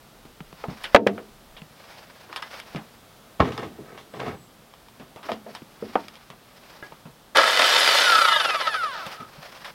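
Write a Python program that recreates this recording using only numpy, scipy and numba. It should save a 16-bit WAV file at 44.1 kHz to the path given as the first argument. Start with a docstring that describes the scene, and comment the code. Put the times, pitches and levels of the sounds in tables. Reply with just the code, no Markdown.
"""Timber frame and circular saw

Boots thud on joists, a plank is knocked down, and a saw lands on a stack of boards: struck wood and metal
are ringing modes, contact cracks and dense tails. Shaped noise makes the scrape, cloth, rumble, air and gusts;
gliding sines make a far bird. Last, the saw is blipped in free air: it kicks, roars and whines down, one speed
driving its motor and gears, which chatter once per blade turn."""
import sys
import numpy as np
from scipy import signal
from scipy.fft import rfft, irfft
from scipy.io import wavfile
from scipy.ndimage import uniform_filter1d
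from numba import njit

SR = 44100
rng = np.random.default_rng(int(sys.argv[2]) if len(sys.argv) > 2 else 0)


def output_pcm(signal):
    """Save a mono or channel-first signal as 16-bit PCM at the path in sys.argv[1].

    Samples are clipped to [-1, 1] before scaling.
    """
    pcm = np.clip(np.atleast_2d(signal).T, -1, 1) * 32767
    wavfile.write(sys.argv[1], SR, np.round(pcm).astype(np.int16))


N = 429534
TIME = np.arange(N) / SR

# Blows on a loose plank, and at 5.287 s a brief ringing creak of the wood, levels ahead of the layer gain: #
# (time [s], level [dB], brightness [dB/octave], lingering ring [dB], favoured pitch [Hz])
PLANK_KNOCKS = [(0.639, -22.5, 0, -5.5, 850), (0.9465, 10.5, -1.5, -9.5, 607), (0.95, 11.5, 1, -19, 402),
                (0.961, 8, 5, -18, 440), (1.0655, 0, -5.5, -12.5, 534), (1.071, -7.5, 6, -10, 493),
                (1.179, -28, 2, -1, 450), (5.287, -19.5, 0, 6.5, 692), (5.292, -35.5, 8.5, -2, 740),
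                (5.317, -22, -10, -13, 774), (5.463, -30.5, -2.5, 0, 603), (5.824, -22, -8, -8.5, 480),
                (5.955, -8, -1.5, -14, 920)]
# The saw landing and rocking on the stack, levels ahead of the layer gain:
# (time [s], level [dB], brightness [dB/octave], lingering ring [dB], favoured pitch [Hz])
STACK_LANDINGS = [(3.396, -12.5, -2.5, 2, 851), (3.402, 2.5, -1.5, -12, 1080), (3.421, -9, -2.5, -11, 425),
                  (3.446, -17.5, 0, 3, 283), (3.52, -22, 4, -4, 1200), (3.579, -21.5, 3, -2, 910),
                  (3.625, -23, -0.5, 7, 450), (3.976, -26, 3.5, -3, 393), (4.137, -23.5, -0.5, 3, 538),
                  (4.201, -16.5, 1.5, -16, 700), (4.217, -22, -1.5, -10, 681), (4.263, -21, -0.5, 1.5, 520),
                  (4.281, -18.5, -4, -6, 380)]
# Boots against the joists, levels ahead of the layer gain:
# (time [s], level [dB], brightness [dB/octave], lingering ring [dB], favoured pitch [Hz])
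BOOT_STEPS = [(0.253, -34, 5, -10, 247), (0.405, -29, 3, -22, 168), (0.527, -32.5, 4, -35.5, 131),
              (0.684, -21, 0, -4.5, 230), (1.618, -31.5, 4.5, -21, 153), (2.748, -21, 1.5, -7, 206),
              (2.761, -24.5, 3, -1.5, 193), (3.784, -30, -3.5, 8, 396), (4.998, -33.5, 3.5, 0, 222),
              (5.161, -30.5, 5, -6.5, 684), (5.62, -30, 2, -27, 220), (6.302, -29.5, 5.5, -2, 160),
              (6.92, -41, -1, -20, 170), (7.054, -32, 2.5, -0.5, 152), (9.065, -26, 7, -7, 174),
              (9.141, -41, 12, 2, 1280), (9.2, -34, 3.5, 7, 168), (9.378, -36, -8, -12, 165)]
# The saw's guard, shoe and plug clacking, levels ahead of the layer gain:
# (time [s], level [dB], brightness [dB/octave], lingering ring [dB], favoured pitch [Hz])
GUARD_CLACKS = [(0.837, -32, 13, -10, 2800), (0.841, -20.5, 1.5, -2, 2300), (1.567, -35.5, -1, 1, 2920),
                (2.291, -35.5, -6, 6, 1330), (2.328, -24.5, -0.5, -7, 1190), (2.361, -19.5, 2.5, -6, 1240),
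                (2.423, -28, 3, -19, 1350), (2.426, -22, 0, -7, 1220), (2.6, -27, 3.5, -11, 2150),
                (2.76, -26.5, 2, -11, 2180), (3.578, -24.5, 1, -47, 940), (4.202, -39, -1, 1.5, 1120),
                (4.738, -36.5, 1, -12.5, 1000), (4.885, -39, 0.5, -17, 918), (5.23, -34.5, 0.5, 2.5, 1180),
                (5.251, -36, -15, 5, 1500), (5.318, -17.5, -1, -9.5, 800), (5.55, -27.5, 3, -4, 920),
                (5.955, -19, -9.5, -6, 1500), (6.083, -29.5, 4.5, -24, 1610),
                (6.155, -35.5, 2.5, -6.5, 2500), (6.922, -30, -6, -17, 810), (9.646, -27.5, 3, 0.5, 1410)]
# Gear backlash slamming shut as the motor starts and lets go, levels ahead of the layer gain:
# (time [s], level [dB], brightness [dB/octave], lingering ring [dB], favoured pitch [Hz])
GEAR_KICKS = [(7.359, -28, -3, -1, 1150), (7.371, -1.5, -2.5, -13, 1020), (7.597, -6, -2.5, -1, 620),
              (7.986, -9, -1, -3, 1680)]
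# The resting blade bumped as the saw is carried and lifted, levels ahead of the layer gain:
# (time [s], level [dB], brightness [dB/octave], lingering ring [dB], favoured pitch [Hz])
BLADE_TAPS = [(2.425, -29, -3, -20, 2100), (6.826, -28, -9.5, -17, 1640)]

# Resonances of the plank: (frequency [Hz], width before damping [Hz], level [dB])
PLANK_RESONANCES = [(195.6, 3.5, -2.5), (290.3, 3.9, -1.5), (370, 240, -8), (455, 75.5, 4), (587, 37, 3),
                    (726, 99, 1), (850, 400, -4), (914, 11.7, 0.5), (1255, 210, -23), (1250, 76, 2),
                    (1765, 107, -14), (1980, 180, -12.5), (2440, 840, -24), (2720, 51, -43),
                    (3120, 84, -19), (3990, 19, -45)]
# Resonances of the board stack: (frequency [Hz], width before damping [Hz], level [dB])
STACK_RESONANCES = [(98, 5.9, -11), (183, 8.8, -11), (279.6, 8.7, 5.5), (414.5, 8.7, 8.5), (470, 64, 5.5),
                    (628, 73, 5.5), (803, 39, 1), (1060, 51, 2.5), (1083, 52, 1), (1293, 18, 5.5),
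                    (1470, 18, -11), (1690, 22, -2), (1820, 11, -2.5), (2270, 28, -2), (2500, 36, -18),
                    (2820, 19, -7), (3520, 18, -7.5)]
# Resonances of the joists: (frequency [Hz], width before damping [Hz], level [dB])
JOIST_RESONANCES = [(150, 17.3, 7.5), (205, 40, 0.5), (328, 160, -5.5), (522, 100, -9.5), (926, 71, -15.5)]
# Resonances of the saw's guard: (frequency [Hz], width before damping [Hz], level [dB])
GUARD_RESONANCES = [(860, 99, -4.5), (1256, 47, -2), (1690, 22, -10), (1874, 53, -6), (2096, 15, -8),
                    (2330, 260, -6.5), (2840, 16, -2.5), (3080, 31, -6), (3400, 22, -9), (4780, 88, -10),
                    (5270, 52, -6.5)]
# Resonances of the blade: (frequency [Hz], width before damping [Hz], level [dB])
BLADE_RESONANCES = [(603, 44, -6.5), (904, 12, -1.5), (1302, 47, -6), (1658, 14, 8), (2026, 15, 5),
                    (2925, 55, 4), (3637, 75, -0.5)]

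# Colour of the plank's crack and dense upper modes: (frequency [Hz], gain [dB])
PLANK_COLOUR = [(59, -33), (100, -17.5), (169, -33), (204, -9.5), (310, -19.5), (472, -9), (570, -17.5),
                (674, -9.5), (1090, -16.5), (1260, -11.5), (2630, -23), (15000, -85)]
# Colour of the stack's crack and dense upper modes: (frequency [Hz], gain [dB])
STACK_COLOUR = [(35, -47), (60, -2.5), (277, -2), (310, -2), (408, -9.5), (549, -10.5), (1060, -1.5),
                (1460, -11), (3400, -17.5), (14000, -57.5)]
# Colour of the joists' crack and dense upper modes: (frequency [Hz], gain [dB])
JOIST_COLOUR = [(35, -27), (60, -1.5), (217, -0.5), (556, -9), (1150, -15), (1620, -21.5), (1880, -25),
                (2650, -23.5), (7410, -51), (10000, -54), (13000, -83), (22000, -120)]
# Colour of the crack and dense modes of guard and resting blade: (frequency [Hz], gain [dB])
GUARD_COLOUR = [(180, -40), (300, -4), (1060, 0), (1210, -8.5), (1440, -2.5), (2250, -7), (3550, -1),
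                (6000, -19), (11500, -24.5), (15000, -55)]
# Colour of the shoe's scrape: (frequency [Hz], gain [dB])
SCRAPE_COLOUR = [(47, -38), (80, -17), (127, 2), (310, -7), (371, 2.5), (568, -6), (628, -5), (695, -4.5),
                 (904, -8.5), (1270, -9.5), (1380, -35), (1500, -8), (10000, -42), (13000, -71),
                 (22000, -120)]
# Colour of gear noise, gear kicks and cooling air: (frequency [Hz], gain [dB])
ROAR_COLOUR = [(88, -59), (150, -40), (290, -19.5), (332, -22), (595, -4.5), (930, -12.5), (1340, -3.5),
               (1480, -3.5), (2020, -6.5), (2410, -7.5), (2980, -8), (4930, -10), (6110, -19),
               (11400, -25.5), (15500, -35.5)]
# Colour of rubbing cloth: (frequency [Hz], gain [dB])
CLOTH_COLOUR = [(180, -60), (300, -12), (383, -12), (423, -12.5), (515, -0.5), (1730, -4), (4050, -11),
                (5180, -9.5), (7180, -26), (15000, -26.5)]
# Colour of the quiet outdoor air: (frequency [Hz], gain [dB])
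AIR_COLOUR = [(15, -29), (28, 3), (156, -2), (684, 0), (1020, -4), (1240, -2.5), (1660, -8), (2700, -10.5),
              (3440, -9), (5140, -13.5), (6920, -17), (13500, -17.5), (15500, -19)]
# How well the housing radiates the whine: (frequency [Hz], gain [dB])
HOUSING_COLOUR = [(300, -26), (800, -14), (1300, 5), (2200, -8), (2700, -3), (4800, -3), (6200, -14),
                  (8300, -11), (9600, -2), (11600, -4), (15000, -19)]

# The shoe dragged over the boards, levels ahead of the layer gain:
# (time of peak [s], rise [s], fall [s], level [dB])
SHOE_DRAGS = [(3.48, 0.017, 0.038, -29), (3.62, 0.067, 0.049, -30.5), (3.95, 0.18, 0.06, -41),
              (4.27, 0.083, 0.073, -25.5)]
# Clothes and boots rubbing with each move, levels ahead of the layer gain:
# (time of peak [s], rise [s], fall [s], level [dB])
CLOTH_MOVES = [(0.82, 0.24, 0.3, -45.5), (1.98, 0.2, 0.07, -49.5), (2.5, 0.47, 0.36, -48),
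               (2.535, 0.018, 0.045, -39.5), (4.26, 0.12, 0.083, -49), (4.92, 0.15, 0.23, -64),
               (5.26, 0.018, 0.089, -45), (5.55, 0.082, 0.07, -52), (5.94, 0.21, 0.29, -50),
               (6.82, 0.35, 0.15, -51), (9.08, 0.26, 0.14, -41), (9.46, 0.14, 0.26, -45),
               (9.67, 0.026, 0.042, -43)]
# The blade's howl during the spin-up: (time of peak [s], rise [s], fall [s], level [dB])
BLADE_HOWL = [(7.41, 0.035, 0.055, -17)]
# Gusts on the microphone: (time of peak [s], rise [s], fall [s], level [dB])
WIND_GUSTS = [(0.8, 0.8, 0.3, -55), (1.44, 0.12, 0.17, -50)]
# Whistles of a far bird: (start [s], length [s], pitch [Hz], droop at the end [Hz], level [dB])
BIRD_NOTES = [(4.062, 0.17, 7980, 250, -65), (4.33, 0.18, 7880, 620, -61)]

AIR_DB = -52.5
TOP_HZ = 15900  # upper limit of the sound
START_S, RELEASE_S, STOP_S = 7.348, 7.59, 9.3015  # trigger pressed, trigger let go, blade at rest
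SPIN_UP_S = 0.035  # time constant
# coasting: time constant of drag, slot rate where drag equals dry friction, ceiling of the slot rate
COAST_S, FRICTION_HZ, TOP_SPEED_HZ = 1.1558, 1315, 4700
SLOTS, TEETH, VANES = 12, 7, 18  # armature slots, pinion teeth and fan vanes on the shaft
SLOTS_PER_TURN, TURN_S = 66.5, 8.364  # slots passing per blade turn; phase reference of the chatter
DRIVEN_DB = -3  # trim of the running saw until release
SURGE_DB, SURGE_S = 12.5, 0.11  # extra roar at the start, and its decay
CHATTER_DB, CHATTER_HZ = 6, 2260  # depth scale, and the slot rate below which chatter sets in
BLADE_DB = -6.5  # ring of the blade against the gear noise
RESONANCE_DB, RESONANCE_HZ, RESONANCE_OCTAVES = 14, 1658, 0.14  # extra ring around one slot rate
# whine: level, fall per octave of partial number above the second, trim of odd partials
WHINE_DB, WHINE_FALL_DB, WHINE_ODD_DB = -28.5, -9, -3
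BURIED_DB, BURIED_HZ = -10, 3500  # how far the whine sinks above this slot rate
MESH_DB, SONG_DB, VANE_DB = -28, -13.5, -22.5  # tooth mesh, singing shaft harmonics, fan vanes


def undb(db):
    """Decibels to gain."""
    return 10 ** (np.asarray(db) / 20)


def unit(x):
    """Scale to rms 1."""
    return x / np.sqrt(np.mean(x ** 2) + 1e-20)


def crest(x, size=128):
    """Scale so that the loudest three milliseconds have rms 1."""
    return x / np.sqrt(uniform_filter1d(x ** 2, size).max())


def walk(rate):
    """Smooth random drift of rms 1, heading for a new value `rate` times a second."""
    hold = max(int(SR / rate), 1)
    steps = np.repeat(rng.standard_normal(N // hold + 1), hold)[:N]
    return unit(uniform_filter1d(steps, hold))


def grit(grain_db, rate):
    """Noise made of uneven grains."""
    return unit(rng.standard_normal(N) * undb(grain_db * walk(rate)))


def tint(x, points, tilt_db=0, size=4096):
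    """Causal minimum-phase filter through (Hz, dB) points, tilted in dB per octave about 1 kHz."""
    hz, db = np.transpose(points)
    f = np.maximum(np.arange(size // 2 + 1) * SR / size, 10)
    gain_db = np.interp(np.log(f), np.log(hz), db)
    gain_db = gain_db + tilt_db * np.log2(np.maximum(f, 150) / 1000)
    # folding the cepstrum puts the energy first, so attacks stay sharp
    cepstrum = irfft(gain_db * np.log(10) / 20)[:size // 2]
    cepstrum[1:] *= 2
    impulse = irfft(np.exp(rfft(cepstrum, size)))[:size // 2]
    return signal.fftconvolve(x, impulse)[:len(x)]


def band(x, lo_hz, hi_hz, order=3):
    """Band-pass."""
    sos = signal.butter(order, [lo_hz, min(hi_hz, SR / 2 - 1)], "band", fs=SR, output="sos")
    return signal.sosfilt(sos, x)


def strokes(rows):
    """Gain of (peak s, rise s, fall s, dB) moves, each swelling to its peak and dying away."""
    gain = 0
    for s, rise_s, fall_s, db in rows:
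        width_s = np.where(TIME < s, rise_s, fall_s)
        gain = gain + undb(db) * np.exp(-((TIME - s) / width_s) ** 2)
    return gain


def ring(modes, t, damping=1):
    """Free decay of (Hz, width, dB) modes; neighbours swing against each other, wider ones die sooner."""
    out = 0
    for k, (hz, width, db) in enumerate(modes):
        decay = np.exp(-np.pi * width * damping * t)
        out = out + (-1) ** k * undb(db) * width * decay * np.sin(2 * np.pi * hz * t)
    return out


def strikes(rows, modes, colour, damping, crack_db, crack_s, low_t60, mid_t60, high_t60, focus_db, gain_db):
    """Each blow rings the main modes, cracks at the contact, and spreads into dense modes band by band."""
    out, t = np.zeros(N + SR), np.arange(int(SR * .7)) / SR
    edges = np.geomspace(80, 16000, 11)
    # decay times in seconds, set at 200, 1000 and 7000 Hz
    anchors = np.log([low_t60, mid_t60, high_t60])
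    t60s = np.exp(np.interp(np.log(edges), np.log([200, 1000, 7000]), anchors))
    body = crest(ring(modes, t, damping))
    for s, db, tilt_db, linger_db, centre_hz in rows:
        contact, spread = rng.standard_normal((2, len(t)))
        crack = crest(tint(contact * np.exp(-t / crack_s), colour))
        tail = 0
        for lo, hi, t60 in zip(edges, edges[1:], t60s):
            tail = tail + band(spread, lo, hi) * np.exp(-np.log(1000) * t / t60)
        # the dense modes take a moment to build up
        tail = crest(tint(tail * (1 - np.exp(-t / 0.0061)), colour))
        # the spot that is struck favours the modes around one frequency
        spot = [(centre_hz / 2, 0), (centre_hz, focus_db), (centre_hz * 2, 0)]
        blow = tint(body + undb(crack_db) * crack + undb(linger_db) * tail, spot, tilt_db)
        i = int(s * SR)
        out[i:i + len(t)] += undb(db + gain_db) * crest(blow)
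    return out[:N]


def outdoor_air():
    """Quiet winter air: coloured noise whose level drifts slightly."""
    return undb(AIR_DB + .5 * walk(2.0)) * unit(tint(rng.standard_normal(N), AIR_COLOUR))


def frame_rumble():
    """The frame rumbles faintly: low band noise."""
    return unit(band(grit(grain_db=0.5, rate=27), 110, 250)) * undb(-60.5)


def wind_gusts():
    """Soft gusts on the microphone: very low noise that swells and dies."""
    return unit(band(grit(grain_db=4, rate=7), 14, 45)) * strokes(WIND_GUSTS)


def boot_steps():
    """Boots thud on the joists, which ring low."""
    return strikes(BOOT_STEPS, JOIST_RESONANCES, JOIST_COLOUR, damping=1.4, crack_db=1.0, crack_s=0.0033,
                   low_t60=0.18, mid_t60=0.22, high_t60=0.064, focus_db=9.0, gain_db=-5)


def cloth_rustle():
    """Clothes and boots rub: grainy noise under the swell of each move."""
    return undb(0.5) * unit(tint(grit(grain_db=3.0, rate=73), CLOTH_COLOUR)) * strokes(CLOTH_MOVES)


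def plank_knocks():
    """The loose plank is knocked and rings in its bending modes."""
    plank = strikes(PLANK_KNOCKS, PLANK_RESONANCES, PLANK_COLOUR, damping=1.6, crack_db=1, crack_s=0.0047,
                    low_t60=0.37, mid_t60=0.085, high_t60=0.081, focus_db=9, gain_db=-3.0)
    return band(plank, 130, 16000, order=2)


def guard_clacks():
    """Guard, shoe and plug of the carried saw clack with short metallic rings."""
    return strikes(GUARD_CLACKS, GUARD_RESONANCES, GUARD_COLOUR, damping=0.84, crack_db=0.5, crack_s=0.0015,
                   low_t60=0.11, mid_t60=0.14, high_t60=0.058, focus_db=7.5, gain_db=-5.0)


def blade_taps():
    """The resting blade is bumped and rings in its own modes."""
    return strikes(BLADE_TAPS, BLADE_RESONANCES, GUARD_COLOUR, damping=1.0, crack_db=-7, crack_s=0.0016,
                   low_t60=0.15, mid_t60=0.17, high_t60=0.08, focus_db=13.5, gain_db=-4)


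def stack_landings():
    """The saw lands and rocks on the stack, whose boards boom and ring."""
    return strikes(STACK_LANDINGS, STACK_RESONANCES, STACK_COLOUR, damping=1.37, crack_db=-0.5, crack_s=0.0064,
                   low_t60=0.44, mid_t60=0.15, high_t60=0.38, focus_db=6, gain_db=-10.5)


def shoe_scrape():
    """The shoe slips over the boards in grains that also excite the stack's modes."""
    slips = grit(grain_db=4, rate=220)
    boards = unit(signal.fftconvolve(slips, ring(STACK_RESONANCES, TIME[:SR // 3]))[:N])
    scrape = unit(tint(slips, SCRAPE_COLOUR)) + undb(-1.5) * boards
    return undb(-7.0) * scrape * strokes(SHOE_DRAGS)


def whistle(start_s, length_s, hz, droop_hz, db):
    """A thin sine note that swells, fades and droops at its end."""
    along = np.clip((TIME - start_s) / length_s, 0, 1)
    pitch_hz = hz - droop_hz * along ** 3 + 45 * walk(200)
    return undb(db) * np.sin(np.pi * along) * np.sin(2 * np.pi * np.cumsum(pitch_hz) / SR)


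def far_bird():
    """A small bird whistles far off."""
    return sum(whistle(*row) for row in BIRD_NOTES)


def by_speed(slot_hz, knee_hz, power):
    """Gain that grows as a power of the speed and levels off at 1 above the knee."""
    return (1 + (knee_hz / np.maximum(slot_hz, 1)) ** 8) ** (-power / 8)


def motor_speed():
    """Slot rate in Hz: a leap towards the ceiling, then drag and dry friction bring the motor to rest."""
    spin_up = -np.expm1(-np.maximum(TIME - START_S, 0) / SPIN_UP_S)
    coast_hz = FRICTION_HZ * np.expm1(np.maximum(STOP_S - TIME, 0) / COAST_S)
    return spin_up * TOP_SPEED_HZ * by_speed(coast_hz, TOP_SPEED_HZ, 1)


def gear_kicks():
    """Gear backlash slams shut, cracking hard and ringing the blade."""
    return strikes(GEAR_KICKS, BLADE_RESONANCES, ROAR_COLOUR, damping=0.82, crack_db=8.5, crack_s=0.0019,
                   low_t60=0.28, mid_t60=0.22, high_t60=0.086, focus_db=3.0, gain_db=-5.0)


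def gear_noise(shaft, force_hz, chatter):
    """Uneven tooth contacts shake the housing and ring the blade; the roar surges at the start."""
    teeth = grit(grain_db=2.3, rate=450) * (1 + .5 * np.cos(TEETH * shaft)) * chatter
    blade_ring = ring(BLADE_RESONANCES, TIME[:SR // 4], damping=0.83)
    blade = unit(signal.fftconvolve(teeth, blade_ring)[:N])
    octaves_off = np.log2(np.maximum(force_hz, 1) / RESONANCE_HZ)
    resonance = np.exp(-(octaves_off / RESONANCE_OCTAVES) ** 2)
    gears = unit(tint(teeth, ROAR_COLOUR)) + undb(BLADE_DB + RESONANCE_DB * resonance) * blade
    surge = undb(SURGE_DB * np.exp(-np.maximum(TIME - START_S, 0) / SURGE_S))
    roar = undb(-14.0) * surge * by_speed(force_hz, knee_hz=1850, power=1.55) * band(gears, 134, 1340)
    rasp = undb(-15.5) * by_speed(force_hz, knee_hz=2700, power=1.56) * band(gears, 2170, 6080)
    # a narrow blade band howls during the spin-up, then pings with the chatter, fading with the speed
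    ping_gain = strokes(BLADE_HOWL) + undb(-27) * by_speed(force_hz, knee_hz=1000, power=1.08)
    ping = ping_gain * unit(band(teeth * chatter, 1243, 1315, order=2))
    return roar + rasp + ping


def gear_tones(shaft, force_hz):
    """Tooth mesh hums at middling speeds; shaft harmonics sing as they glide through a resonant band."""
    mesh = sum(np.sin(k * TEETH * shaft + .7 * walk(110)) for k in (1, 2, 3, 4))
    not_slow = by_speed(force_hz, knee_hz=1710, power=3.5)
    not_fast = 1 - by_speed(force_hz, knee_hz=2650, power=6)
    harmonics = sum(undb(db) * np.sin(k * shaft + .7 * walk(110)) for k, db in [(7, 0), (8, -2), (9, -4)])
    song = band(harmonics, 1250, 1440, order=2)
    return undb(MESH_DB) * not_slow * not_fast * mesh + undb(SONG_DB) * song


def slot_whine(phase, slot_hz, count=18):
    """Fluttering slot partials: higher ones fall off past the second, odd ones are weaker."""
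    out = 0
    for k in range(1, count + 1):
        db = WHINE_DB + WHINE_FALL_DB * np.log2(max(k / 2, 1)) + WHINE_ODD_DB * (k % 2)
        audible = k * slot_hz < TOP_HZ
        out = out + undb(db + 2 * walk(22)) * np.sin(k * phase) * audible
    return out


def motor(shaft, slot_hz, force_hz):
    """Armature slots and fan vanes whine through the housing, over the hiss of the cooling air."""
    # the shaft wobbles on every turn, so the partials flutter and grow sidebands
    wobble = SLOTS * shaft + .14 * walk(160) + .11 * np.sin(shaft)
    vanes = undb(VANE_DB + 2 * walk(15)) * np.sin(VANES * shaft + .6 * walk(110))
    vanes = vanes * by_speed(force_hz, knee_hz=2800, power=3)
    whine = tint(slot_whine(wobble, slot_hz) + vanes, HOUSING_COLOUR)
    whine = whine * by_speed(force_hz, knee_hz=490, power=1.8)
    # near top speed the partials sink into the roar
    whine = whine * undb(BURIED_DB * by_speed(force_hz, BURIED_HZ, power=18))
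    hiss = unit(band(tint(grit(grain_db=1.5, rate=150), ROAR_COLOUR), 6200, 16000))
    return whine + undb(-33.0) * by_speed(force_hz, knee_hz=2380, power=3.1) * hiss


def saw():
    """One speed drives motor and gears; as it drops, the slack gears chatter once per blade turn."""
    slot_hz = motor_speed()
    slots = np.cumsum(slot_hz) / SR
    shaft = 2 * np.pi * slots / SLOTS
    turns = (slots - slots[int(TURN_S * SR)]) / SLOTS_PER_TURN
    # under power the teeth are pressed together at full force; once let go, the force follows the speed
    driven = TIME < RELEASE_S
    force_hz = np.where(driven, TOP_SPEED_HZ, slot_hz)
    depth_db = CHATTER_DB * (1 - by_speed(force_hz, CHATTER_HZ, power=8.5))
    chatter = undb(depth_db * (np.cos(2 * np.pi * turns) + .2 * walk(25) - .45))
    running = gear_noise(shaft, force_hz, chatter)
    running = running + chatter * gear_tones(shaft, force_hz)
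    running = running + motor(shaft, slot_hz, force_hz)
    switch_on = np.clip((TIME - START_S) / 0.011, 0, 1) * undb(DRIVEN_DB * driven)
    return switch_on * running + gear_kicks()


def scene():
    """Everything as it reaches one microphone."""
    outdoors = outdoor_air() + wind_gusts() + far_bird()
    timber = frame_rumble() + boot_steps() + plank_knocks() + stack_landings()
    handling = cloth_rustle() + guard_clacks() + blade_taps() + shoe_scrape()
    return (outdoors + timber + handling + saw())[None]


@njit
def follow_peaks(size, attack, release):
    """Envelope that rises fast and sinks slowly."""
    out, e = np.empty(len(size)), 0.
    for i in range(len(size)):
        e += (size[i] - e) * (attack if size[i] > e else release)
        out[i] = e
    return out


def record(dry, limit_db=-4, attack_s=0.0019, release_s=0.096):
    """A limiter ducks loud blows, peaks that outrun it clip, and the top is cut."""
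    envelope = follow_peaks(np.abs(dry[0]), 1 / (attack_s * SR), 1 / (release_s * SR))
    held = np.clip(dry / np.maximum(envelope / undb(limit_db), 1), -1, 1)
    return signal.sosfilt(signal.ellip(8, .2, 70, TOP_HZ, fs=SR, output="sos"), held)


dry = scene()
out = record(dry)
output_pcm(out)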